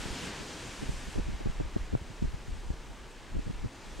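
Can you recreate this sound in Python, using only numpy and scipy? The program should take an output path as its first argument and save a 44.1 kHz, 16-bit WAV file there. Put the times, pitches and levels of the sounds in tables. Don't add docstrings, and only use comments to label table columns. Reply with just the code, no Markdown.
import sys
import numpy as np
from scipy import signal
from scipy.io import wavfile
from scipy.ndimage import uniform_filter1d

SR = 44100
rng = np.random.default_rng(int(sys.argv[2]) if len(sys.argv) > 2 else 0)


def unload_audio(sound):
    columns = np.transpose(np.atleast_2d(sound))
    steps = np.round(np.clip(columns, -1, 1) * 32767)
    wavfile.write(sys.argv[1], SR, steps.astype(np.int16))


N = 176400
TIME = np.arange(N) / SR

# (time [s], relative level [dB])
BOOM_EBB = [(0.03, -48), (0.28, -47.5), (0.65, -50.5), (1.0, -53), (1.6, -57.5), (2.8, -58), (3.97, -57)]
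# (time [s], relative level [dB])
ROAR_EBB = [(0.03, -49.5), (0.28, -50), (0.65, -52), (0.93, -54.5), (1.55, -54.5), (1.84, -56.5),
            (2.73, -57.5), (3.97, -56.5)]
# (time [s], wash [dB], hiss [dB], finest foam [dB])
WASH_EBB = [(0.03, -46.5, -49, -49.5), (0.08, -47.5, -48, -51), (0.19, -46, -47, -50),
            (0.26, -43.5, -50, -50), (0.31, -46, -49.5, -54.5), (0.37, -47.5, -49.5, -53.5),
            (0.45, -49.7, -50, -53), (1.15, -51.5, -56, -55), (1.21, -53, -58, -59.5),
            (1.59, -55.5, -60, -63), (2.66, -58.5, -62, -63), (3.06, -58, -62.5, -64.5),
            (3.3, -56, -63, -64.8), (3.47, -56, -61, -63), (3.71, -57.5, -61.5, -64),
            (3.95, -56, -59, -60.5)]
SURF_RANGES_HZ = [300, 850, 2130, 4700, 8000]
# (frequency [Hz], relative spectral density [dB])
SURF_SPECTRUM = [(40, 4), (120, 6), (200, 5.5), (270, 6.5), (380, 4.5), (520, 1), (700, -1.5), (920, 1.5),
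                 (1200, -3), (1700, -1.5), (2100, -4), (2550, -3.5), (3500, -7), (5000, -10), (7600, -11.5),
                 (10000, -22.5), (12500, -30.5), (15500, -48)]
# (frequency [Hz], side against mid [dB])
SURF_SPREAD = [(100, -31), (380, -12.5), (1000, -12.5), (2400, -14), (4400, -13), (8100, -10.5),
               (15000, -16)]
def surf(level_db=-48, flicker_db=0.66, flicker_per_s=14.4, surge_db=0.25, surge_per_s=1.7):
    swings_db = [db - db.mean() for db in in_time(BOOM_EBB) + in_time(ROAR_EBB) + in_time(WASH_EBB)]
    edges_hz = np.geomspace(40, 16000, 31)
    white = rng.standard_normal((2, 2, N))
    surge = surge_db * drift(surge_per_s)
    out, power = 0, 0
    for k, (low, high) in enumerate(zip(edges_hz, edges_hz[1:])):
        hz = np.sqrt(low * high)
        band = filtered(white[k % 2], [low, high], "band", order=3)
        mid, side = band * from_db(at_hz(SURF_SPECTRUM, hz))
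        side *= from_db(at_hz(SURF_SPREAD, hz))
        shares = [np.interp(np.log(hz), np.log(SURF_RANGES_HZ), row) for row in np.eye(len(swings_db))]
        ebb_db = sum(share * swing for share, swing in zip(shares, swings_db))
        gain = from_db(ebb_db - surge + flicker_db * drift(flicker_per_s))
        out += gain * stereo(mid, side, pan_db=0.41)
        power += np.mean(mid ** 2)
    return from_db(level_db) * out / np.sqrt(power)


# (time [s], level [dB])
GUSTS = [(0.0, -31.5), (0.03, -53), (0.12, -37.5), (0.15, -56.5), (0.77, -52.5), (0.89, -39), (1.14, -47),
         (1.18, -35), (1.35, -36), (1.39, -47), (1.49, -34), (1.53, -40), (1.66, -32.5), (1.69, -48),
         (1.82, -33.5), (1.89, -48), (1.94, -34), (1.99, -49), (2.2, -46), (2.25, -32.5), (2.42, -49),
         (2.555, -36), (2.62, -46), (2.67, -37.5), (2.71, -40), (2.76, -45.5), (3.29, -54), (3.35, -32),
         (3.42, -44), (3.61, -40), (3.67, -37.5), (3.7, -62), (3.81, -59), (3.86, -46), (4.0, -46)]
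def rumble(swirl_hz=(24, 39.4), flutter_hz=(50, 115), mid_db=0.5, side_db=-17):
    wind_db, = in_time(GUSTS)
    mid, side = (evened(low_noise(*swirl_hz)) for _ in range(2))
    flutter = low_noise(*flutter_hz) * from_db(-8.5 - 2 * drift(per_s=12))
    return from_db(wind_db) * stereo(from_db(mid_db) * mid, from_db(side_db) * side + flutter)


# (centre time [s], length [s], level before trim [dB], upper edge [Hz], mid against side [dB])
LOW_BURSTS = [(0.06, 0.013, -34, 328, -1), (0.125, 0.022, -39, 170, -3), (0.24, 0.019, -41.5, 244, 0),
              (.275, 0.0079, -49, 402, 15.5), (0.41, 0.018, -39.5, 300, -6.5),
              (0.67, 0.06, -55.5, 266, 12.5), (0.832, 0.025, -33, 366, -3.5), (0.897, 0.018, -35, 160, 2),
              (0.942, 0.0069, -33.5, 150, -6.5), (1.086, 0.018, -36, 190, -6.5),
              (1.159, 0.0077, -31, 400, -2.5), (1.19, 0.02, -32.5, 412, 2), (1.289, 0.021, -29.5, 193, -7),
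              (1.337, 0.041, -37, 160, -10), (1.412, 0.013, -33, 415, -10), (1.463, 0.012, -26, 284, -4.5),
              (1.498, 0.012, -27, 160, -9), (1.609, 0.015, -27, 390, -9), (1.665, 0.024, -37.5, 138, -4),
              (1.766, 0.012, -36, 400, 3.5), (1.937, 0.019, -27, 275, -4.5), (2.02, 0.012, -53.5, 249, 20),
              (2.108, 0.021, -44, 219, 3), (2.226, 0.012, -29, 200, 1.5), (2.25, 0.017, -27.5, 228, -7),
              (2.342, 0.016, -30, 177, -6.5), (2.492, 0.017, -33, 170, -6), (2.534, 0.048, -39, 108, -3),
              (2.694, 0.0057, -36, 110, -11), (2.708, 0.014, -45, 380, 6), (2.738, 0.0089, -53.5, 330, 14),
              (2.895, 0.043, -44.5, 170, -6), (3.356, 0.023, -35, 240, -3.5),
              (3.388, 0.011, -26, 260, -10.5), (3.473, 0.022, -32, 210, -3.5),
              (3.505, 0.015, -28.5, 207, -5.5), (3.651, 0.021, -30.5, 213, -3.5),
              (3.865, 0.017, -44, 200, -7), (3.996, .01, -33.5, 270, -12)]
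def buffets_and_wave(trim_db=-3, low_hz=47, mid_band_ratio=0.74):
    out = np.zeros((2, N))
    for centre, length, db, edge_hz, shared_db in LOW_BURSTS:
        span = np.flatnonzero(abs(TIME - centre) < 3 * length)
        phase = 2 * (TIME[span] - centre) / length
        swell = np.exp(-phase ** 4 / 2)
        mid = rms_one(swell * low_noise(low_hz * mid_band_ratio, edge_hz * mid_band_ratio)[span])
        side = rms_one(swell * low_noise(low_hz, edge_hz)[span])
        gain = from_db(db + trim_db) * np.sqrt(np.mean(swell ** 2))
        out[:, span] += gain * stereo(from_db(shared_db) * mid, side)
    return out


# (time [s], spike level [dB], spike half width [ms], thump level [dB], thump pitch [Hz])
EDDY_POPS = [(0.8944, -28.5, 0.63, -31.5, 50), (1.162, -30, 0.61, -50, 200), (1.178, -28, 0.8, -32.5, 86),
             (1.1982, -30, 0.78, -32, 150), (1.46, -33, 0.67, -29, 124), (1.473, -25.5, 0.57, -26.5, 42.2),
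             (1.601, -27, 0.38, -29, 130), (1.764, -25, 0.53, -35.5, 220), (1.766, -25, 0.51, -33, 110),
             (1.930, -30, 0.71, -31, 71), (1.952, -19.5, 0.36, -22.5, 127), (2.2245, -27, 0.72, -25.5, 93),
             (2.242, -30, 0.93, -29.5, 50), (2.704, -26.5, 0.78, -26, 61), (3.3687, -28, .65, -26.5, 42.5),
             (3.395, -32, 0.94, -47, 60), (3.648, -30, .7, -45, 150), (3.659, -32, 0.91, -27, 114)]
def eddies(spike_trim_db=9, thump_trim_db=-0.5, build_db=-15, build_s=0.0041, lag_s=5e-5, pan_db=-0.1):
    spikes, thumps = np.zeros((2, N))
    for pop_time, db, width_ms, thump_db, thump_hz in EDDY_POPS:
        span = np.flatnonzero(abs(TIME - pop_time) < .12)
        t = TIME[span] - pop_time
        phase, cycles = t * 1000 / width_ms, t * thump_hz
        build = from_db(build_db) * np.exp(-abs(t) / build_s) * (1 - np.tanh(phase)) / 2
        peak = 1 / (1 + phase ** 2 / 2) ** 2
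        spikes[span] += rng.choice([-1, 1]) * from_db(db + spike_trim_db) * (build + peak)
        swell = np.exp(-abs(cycles) / np.where(t < 0, 0.28, 1))
        thumps[span] += from_db(thump_db + thump_trim_db) * swell * np.sin(2 * np.pi * cycles)
    spikes = filtered(spikes, 25, "high", order=1)
    opposite = -np.interp(TIME - lag_s, TIME, spikes)
    return thumps + np.array([from_db(pan_db) * spikes, from_db(-pan_db) * opposite])


def air(level_db=-77.5, low_hz=9000):
    return from_db(level_db) * rms_one(filtered(rng.standard_normal(N), low_hz, "high"))


def low_noise(low_hz, high_hz):
    white = rng.standard_normal(N + SR)
    return rms_one(filtered(filtered(white, low_hz, "high"), high_hz, "low", order=3)[SR:])


def drift(per_s):
    step, settle = 40, 2000
    pole = np.exp(-2 * np.pi * per_s * step / SR)
    white = rng.standard_normal(N // step + settle + 2)
    slow = signal.lfilter([1], [1, -2 * pole, pole * pole], white)[settle:]
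    return np.interp(np.arange(N) / step, np.arange(len(slow)), rms_one(slow))


def stereo(mid, side, pan_db=0):
    return np.array([(mid + side) * from_db(pan_db), (mid - side) * from_db(-pan_db)])


def from_db(db):
    return 10 ** (np.asarray(db) / 20)


def rms_one(x):
    return x / np.sqrt(np.mean(x ** 2) + 1e-20)


def evened(x, size=4410):
    return x / np.sqrt(uniform_filter1d(x ** 2, size) + 1e-9)


def in_time(rows):
    times, *columns = np.transpose(rows)
    return [np.interp(TIME, times, column) for column in columns]


def at_hz(points, hz):
    frequencies, levels = np.transpose(points)
    return np.interp(np.log(hz), np.log(frequencies), levels)


def filtered(x, hz, kind, order=2):
    return signal.sosfilt(signal.butter(order, hz, kind, fs=SR, output="sos"), x)


def scene():
    return air() + surf() + rumble() + buffets_and_wave() + eddies()


def record(dry):
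    cutoff_hz = 15700
    return signal.sosfilt(signal.ellip(10, .1, 80, cutoff_hz, fs=SR, output="sos"), dry)


dry = scene()
out = record(dry)
unload_audio(out)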